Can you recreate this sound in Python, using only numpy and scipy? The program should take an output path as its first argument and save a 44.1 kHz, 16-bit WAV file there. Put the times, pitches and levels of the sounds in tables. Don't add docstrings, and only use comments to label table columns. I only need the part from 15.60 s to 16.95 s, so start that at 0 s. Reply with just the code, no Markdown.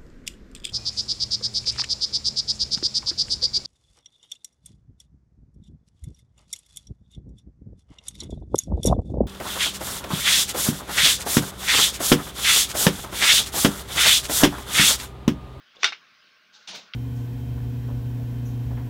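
import sys
import numpy as np
from scipy import signal
from scipy.fft import rfft, irfft, next_fast_len
from scipy.io import wavfile
from scipy.ndimage import uniform_filter1d, map_coordinates

SR = 44100
rng = np.random.default_rng(int(sys.argv[2]) if len(sys.argv) > 2 else 0)


def volts_from_decibels(level):
    exponent = np.asarray(level, float) / 20
    return 10 ** exponent


def master_out(mix):
    frames = np.transpose(np.atleast_2d(mix))
    ceiling = np.clip(frames, -1, 1)
    pcm = np.round(ceiling * 32767).astype(np.int16)
    wavfile.write(sys.argv[1], SR, pcm)


N = 59535


def unit(x):
    return x / np.sqrt(np.mean(x ** 2) + 1e-20)


def along(points, hz):
    f, v = np.transpose(points)
    return np.interp(np.log(hz + 1), np.log(f + 1), v)


def wobble(rate):
    knots = rng.standard_normal(int(N * rate / SR) + 4)
    return map_coordinates(knots, [np.arange(N) * rate / SR])


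def coloured(x, level_db):
    m = 2 * next_fast_len(len(x) // 2 + 4096)
    level = np.maximum(level_db(np.fft.rfftfreq(m, 1 / SR)), -110)
    cepstrum = irfft(np.log(volts_from_decibels(level)), m)
    cepstrum[1:m // 2] *= 2
    cepstrum[m // 2 + 1:] = 0
    return irfft(rfft(x, m) * np.exp(rfft(cepstrum)), m)[:len(x)]


def patchy(depth_db):
    z = signal.stft(rng.standard_normal(N), nperseg=512)[2]
    field = uniform_filter1d(rng.standard_normal(z.shape), size=4, axis=0)
    field = uniform_filter1d(field, size=8, axis=1)
    return signal.istft(z * volts_from_decibels(depth_db * unit(field)), nperseg=512)[1][:N]


# pitch in Hz, level in dB.
AIR_TONE = [(800, -38.5), (980, -23), (1070, -5), (1450, 0), (1750, -3.5), (2900, -3), (5200, -10),
            (6600, -21), (7500, -39), (9000, -58.5)]
# pitch in Hz, level in dB.
RUMBLE_TONE = [(15, -53.5), (25, -33), (210, -6.5), (257, -8.5), (291, -11), (601, -10), (1000, -13.5),
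               (1300, -42), (2200, -120)]
# pitch in Hz, level in dB.
HISS_TONE = [(4120, -30.5), (7000, -7), (8150, -7.5), (13500, -10.5), (14900, 0.5), (16000, -1)]
# pitch in Hz, width in Hz, boost in dB.
DUCT_HUMS = [(610.72, 30, 8), (1081.9, 70.56, 6), (1427.4, 160, 1.5), (1573.3, 58.2, 7.5), (2406, 26, -5.5)]
# time in seconds, level in dB.
AIRFLOW = [(0.0, -59.5), (0.378, -56.5), (0.68, -58), (0.954, -59), (1.124, -56.5), (1.35, -57)]


def carriage():
    def hums(hz):
        return sum(db / (1 + ((hz - c) / w * 2) ** 2) for c, w, db in DUCT_HUMS)

    air = unit(coloured(patchy(depth_db=2.5), lambda hz: along(AIR_TONE, hz) + hums(hz)))
    rumble = unit(coloured(patchy(depth_db=1.5), lambda hz: along(RUMBLE_TONE, hz) + hums(hz)))
    hiss = unit(coloured(rng.standard_normal(N), lambda hz: along(HISS_TONE, hz)))
    air_db = np.interp(np.arange(N) / SR, *np.transpose(AIRFLOW)) + 0.6 * wobble(7.61)
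    rumble_db = -72 + 0.94 * wobble(9.047)
    return volts_from_decibels(air_db) * air + volts_from_decibels(rumble_db) * rumble + volts_from_decibels(-78.5) * hiss


# start in seconds, length in seconds, pitch in Hz, level in dB.
SQUEAKS = [
    (1.082, 0.02309, 9046, -59),
    (1.107, 0.0109, 9111, -59.5),
    (1.126, 0.01748, 8950, -73),
    (1.147, 0.00889, 9516, -62),
]


def squeaks():
    wander_hz, fade_s = 59.72, 0.002214
    t = np.arange(N) / SR
    drift = np.cumsum(wander_hz * wobble(305)) / SR
    out = np.zeros(N)
    for start, length, hz, db in SQUEAKS:
        fade = np.clip(np.minimum(t - start, start + length - t) / fade_s, 0, 1)
        out += volts_from_decibels(db) * np.sqrt(2) * fade * np.sin(2 * np.pi * (hz * t + drift))
    return out


# time in seconds, level in dB, low body sound in dB, treble in dB.
CREEP = [
    (.15, -66.5, 0, -17),
    (.16, -57.5, -8.5, -14),
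    (.172, -69.5, -2, -16.5),
    (.188, -65, -3.5, -15),
    (.213, -48, -10, -22.5),
    (.224, -46, -15.5, -10),
    (.2305, -37.5, -9.5, -13.5),
    (.236, -81.5, -11, 0.5),
]
RUB = [
    (.928, -65.5, -19, -11.5),
    (.942, -54, -16.5, -4),
    (.968, -52.5, -16, -7.5),
    (.985, -57.5, -13, -15),
    (1.048, -61, -19, -11),
    (1.07, -68, -21.5, 3),
]
DRAG = [
    (1.071, -64.5, -20, -4),
    (1.0755, -39, -26.5, 0),
    (1.09, -38.5, -19, 3.5),
    (1.11, -38.5, -11.5, -4.5),
    (1.138, -41.5, -5.5, -7),
    (1.156, -38, -10.5, 10),
    (1.19, -44.5, -9, 7),
    (1.222, -52, -9.5, -5),
    (1.3, -68, -5.5, -6),
]
# pitch in Hz, level in dB.
SCRAPE_TONE = [(500, -36.5), (900, -7), (1500, -7.5), (3600, 4), (6300, -3), (7300, -13), (8200, -23),
               (12500, -40.5), (14900, -28.5), (16000, -32.5)]
# pitch in Hz, level in dB.
BODY_TONE = [(29, -70.5), (60, -34), (194, -1.5), (296, -8), (534, -2), (1000, -3.5), (1300, -39),
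             (2200, -120)]


def friction(stroke, thin_db=0):
    slips_per_s, slip_spread_db, smooth_share = 6300, 2, 0.691
    thin_below_hz, treble_hz = 2900, 8111
    s, level_db, body_db, treble_db = np.transpose(stroke)

    def at(values, outside):
        return np.interp(np.arange(N) / SR, s, values, left=outside, right=outside)

    slips = (rng.random(N) < slips_per_s / SR) * rng.choice([-1, 1], N)
    slips = slips * volts_from_decibels(slip_spread_db * rng.exponential(size=N))
    grit = (1 - smooth_share) * unit(slips) + smooth_share * rng.standard_normal(N)
    scrape = unit(coloured(grit, lambda hz: along(SCRAPE_TONE, hz) + thin_db / (1 + (hz / thin_below_hz) ** 8)))
    hz = np.fft.rfftfreq(N, 1 / SR)
    treble = irfft(rfft(scrape) / (1 + (treble_hz / (hz + 1)) ** 12), N)
    body = unit(coloured(patchy(depth_db=-1.5), lambda hz: along(BODY_TONE, hz)))
    body_gain = volts_from_decibels(at(body_db, -60) + 2.306 * wobble(40.431))
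    mix = scrape + (volts_from_decibels(at(treble_db, 0)) - 1) * treble + body_gain * body
    return volts_from_decibels(at(level_db, -150) + 0.8036 * wobble(89.562)) * mix


# start in
# seconds, pitch in Hz, level in dB, time to fall 60 dB in seconds.
SLIP_TICKS = [(.1575, 5300, -58, .02), (.1575, 2810, -50, .029), (.167, 486, -48, .034),
              (.1672, 3580, -41.5, .03), (.174, 475, -55.5, .07), (.186, 496, -48, .061),
              (.30, 5226, -51, .3), (.936, 6430, -61, .09), (.9385, 3716, -54, .1), (.943, 3800, -53, .04),
              (.945, 4700, -56, .04), (.955, 850, -63, .25), (.95, 3600, -53, .05), (.95, 5800, -57, .08),
              (.962, 4520, -53, .05), (1.083, 808, -49, .11), (1.102, 203, -49, .077),
              (1.167, 610, -47, .06)]
# start in seconds, pitch in Hz, level in dB, time to fall 60 dB in seconds.
KNOCKS = [(.2262, 3600, -34, .016), (.2314, 2450, -5.5, .008), (.2316, 1100, -17, .012),
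          (.2328, 5700, -12, .01), (.2328, 3500, -12, .012), (.234, 395, -26, .12),
          (.2428, 14800, -38, .016), (.2429, 4460, -9, .014), (.2431, 2050, -7, .016),
          (.244, 675, -35, .14), (.244, 835, -32, .12), (.2443, 1430, -16, .05), (.2445, 3600, -12.5, .035),
          (.2455, 5810, -20, .04), (.2505, 2790, -22, .07), (.258, 3750, -22.5, .084),
          (.266, 3300, -24, .035), (.272, 5226, -31.5, .13), (.279, 1350, -38, .13),
          (.281, 2250, -27, .035), (.285, 3700, -33, .12), (.285, 2800, -34, .1), (.3217, 800, -32, .017),
          (.3232, 2180, -31, .03), (.326, 1350, -36, .04), (.327, 3720, -36, .03), (.3272, 2610, -31, .025),
          (.3325, 2400, -32, .025), (.348, 2860, -43, .03), (1.3353, 2740, -30, .025),
          (1.3354, 1440, -41, .05), (1.3354, 4810, -37, .019), (1.3357, 2050, -33, .015),
          (1.3359, 3900, -35, .018), (1.3364, 3280, -24, .013), (1.3405, 2330, -30, .012),
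          (1.3407, 3250, -31, .016), (1.3432, 2740, -37, .02)]


def ticks_and_knocks():
    wander_hz, rise_s = 30, 0.0006
    t = np.arange(N) / SR
    drift = np.cumsum(wander_hz * wobble(350)) / SR

    def rings(rows):
        out = np.zeros(N)
        for start, hz, db, t60 in rows:
            fall = volts_from_decibels(db - 60 * np.maximum(t - start, 0) / t60)
            rise = np.clip((t - start) / rise_s, 0, 1) ** 2
            out += fall * rise * np.sin(2 * np.pi * (hz * (t - start) + drift * hz / 5000))
        return out

    return rings(SLIP_TICKS) + coloured(rings(KNOCKS), lambda hz: -40 / (1 + (hz / 300) ** 4))


# pitch in Hz, time to fall 60 dB in seconds.
RATTLE_T60 = [(150, 0.4687), (600, 0.08588), (2500, 0.15585), (6000, 0.14411), (12000, 0.08696)]


def seat_rattle(count):
    hz, t, z = signal.stft(rng.standard_normal(count), SR, nperseg=128)
    t60 = np.clip(along(RATTLE_T60, hz), .01, 1)[:, None]
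    return signal.istft(z * volts_from_decibels(-60 * t / t60), SR, nperseg=128)[1][:count]


# start in seconds, peak level in dB,
# brightness in dB per octave, seat-back rattle in dB, bass in dB.
BLOWS = [(0.2313, -15, -3.5, -18, -0.5), (0.2324, -16, -0.5, -19, 2), (0.2405, -25, 0.5, -25, 0),
         (0.2428, -10, -1, -12, -4), (0.2456, -15, 2, -10, -2.5), (0.2537, -22.5, -2, -9.5, -1.5),
         (0.2586, -21, 2.5, -9.5, -4), (0.2657, -24.5, 1, -12.5, -7), (.280, -28, 2, -12, -1),
         (0.3222, -32, -1, -8, 2), (0.3275, -32, -2, -8, -4), (1.150, -37.5, 1.5, -5, 4),
         (1.3353, -36, -3, -12, -26), (1.3408, -39, -2, -5, -25)]
# pitch in Hz, level in dB.
SNAP_TONE = [(35, -83.5), (100, -40.5), (380, -19.5), (600, -15.5), (1400, -2.5), (3760, -1.5),
             (6300, -10.5), (7600, -21.5), (12500, -46), (14900, -38.5), (16000, -45)]
# pitch in Hz, level in dB, time to fall 60 dB in seconds.
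SLIDE_MODES = [(394.06, -16, 0.05), (1182.8, 4, 0.04466), (1389.4, -3, 0.11495), (1517, 5.5, 0.084),
               (1981.9, -7, 0.1), (2108.5, 8, 0.04609), (2267.9, 1.5, 0.083), (2427.3, -1, 0.07),
               (2828, -4, 0.1913), (3622.8, 0.5, 0.12755), (3875, 4, 0.051), (4480.6, -8, 0.12),
               (5259.1, -5, 0.078), (5795.2, 0.5, 0.07177)]


def blows():
    crack_t60_s, crack_rise_s, rattle_rise_s, ring_rise_s = 0.013346, 0.0002885, 0.0008125, 0.00051
    ring_db, bass_hz, lumps_db = -7, 931.2, 3
    dulling, dull_hz = 0.6684, 6736
    t = np.arange(SR // 2) / SR
    out = np.zeros(N + SR)
    for start, db, tilt, rattle_db, bass_db in BLOWS:
        def change(hz):
            bright = tilt * np.log2((hz + 50) / 3000)
            bass = bass_db / (1 + (hz / bass_hz) ** 4)
            return bright + bass + dulling * (db + 13.5) / (1 + (dull_hz / (hz + 1)) ** 8)

        def tone(hz):
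            return along(SNAP_TONE, hz) + change(hz)

        tone_size = np.sqrt(np.sum(coloured(np.eye(1, 2000)[0], tone) ** 2))
        crack = volts_from_decibels(-60 * t / crack_t60_s) * (1 - np.exp(-t / crack_rise_s)) * rng.standard_normal(len(t))
        rattle = volts_from_decibels(rattle_db + lumps_db * wobble(402.23)[:len(t)]) * seat_rattle(len(t))
        rattle = rattle * (1 - np.exp(-t / rattle_rise_s))
        ring = np.zeros(len(t))
        for hz, level, t60 in SLIDE_MODES:
            mode_db = level + rng.normal(0, 1.1996) + change(hz)
            ring += volts_from_decibels(mode_db - 60 * t / t60) * np.sin(2 * np.pi * (hz * t + rng.random()))
        ring *= 1 - np.exp(-t / ring_rise_s)
        blow = coloured(crack + rattle, tone) / tone_size + volts_from_decibels(ring_db + rattle_db) * ring
        out[round(start * SR):][:len(t)] += volts_from_decibels(db) * blow
    return out[:N]


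def scene():
    latch = blows()
    latch += friction(CREEP)
    latch += friction(RUB, thin_db=-8)
    latch += friction(DRAG)
    latch += ticks_and_knocks()
    latch += squeaks()
    return (latch + carriage())[None]


def top_cut(x):
    return signal.sosfilt(signal.butter(12, 16450, fs=SR, output="sos"), x)


def record(dry):
    heard = np.fft.rfftfreq(N, 1 / SR) < 15700
    mix = irfft(rfft(dry) * heard, N)
    return top_cut(mix)


dry = scene()
out = record(dry)
master_out(out)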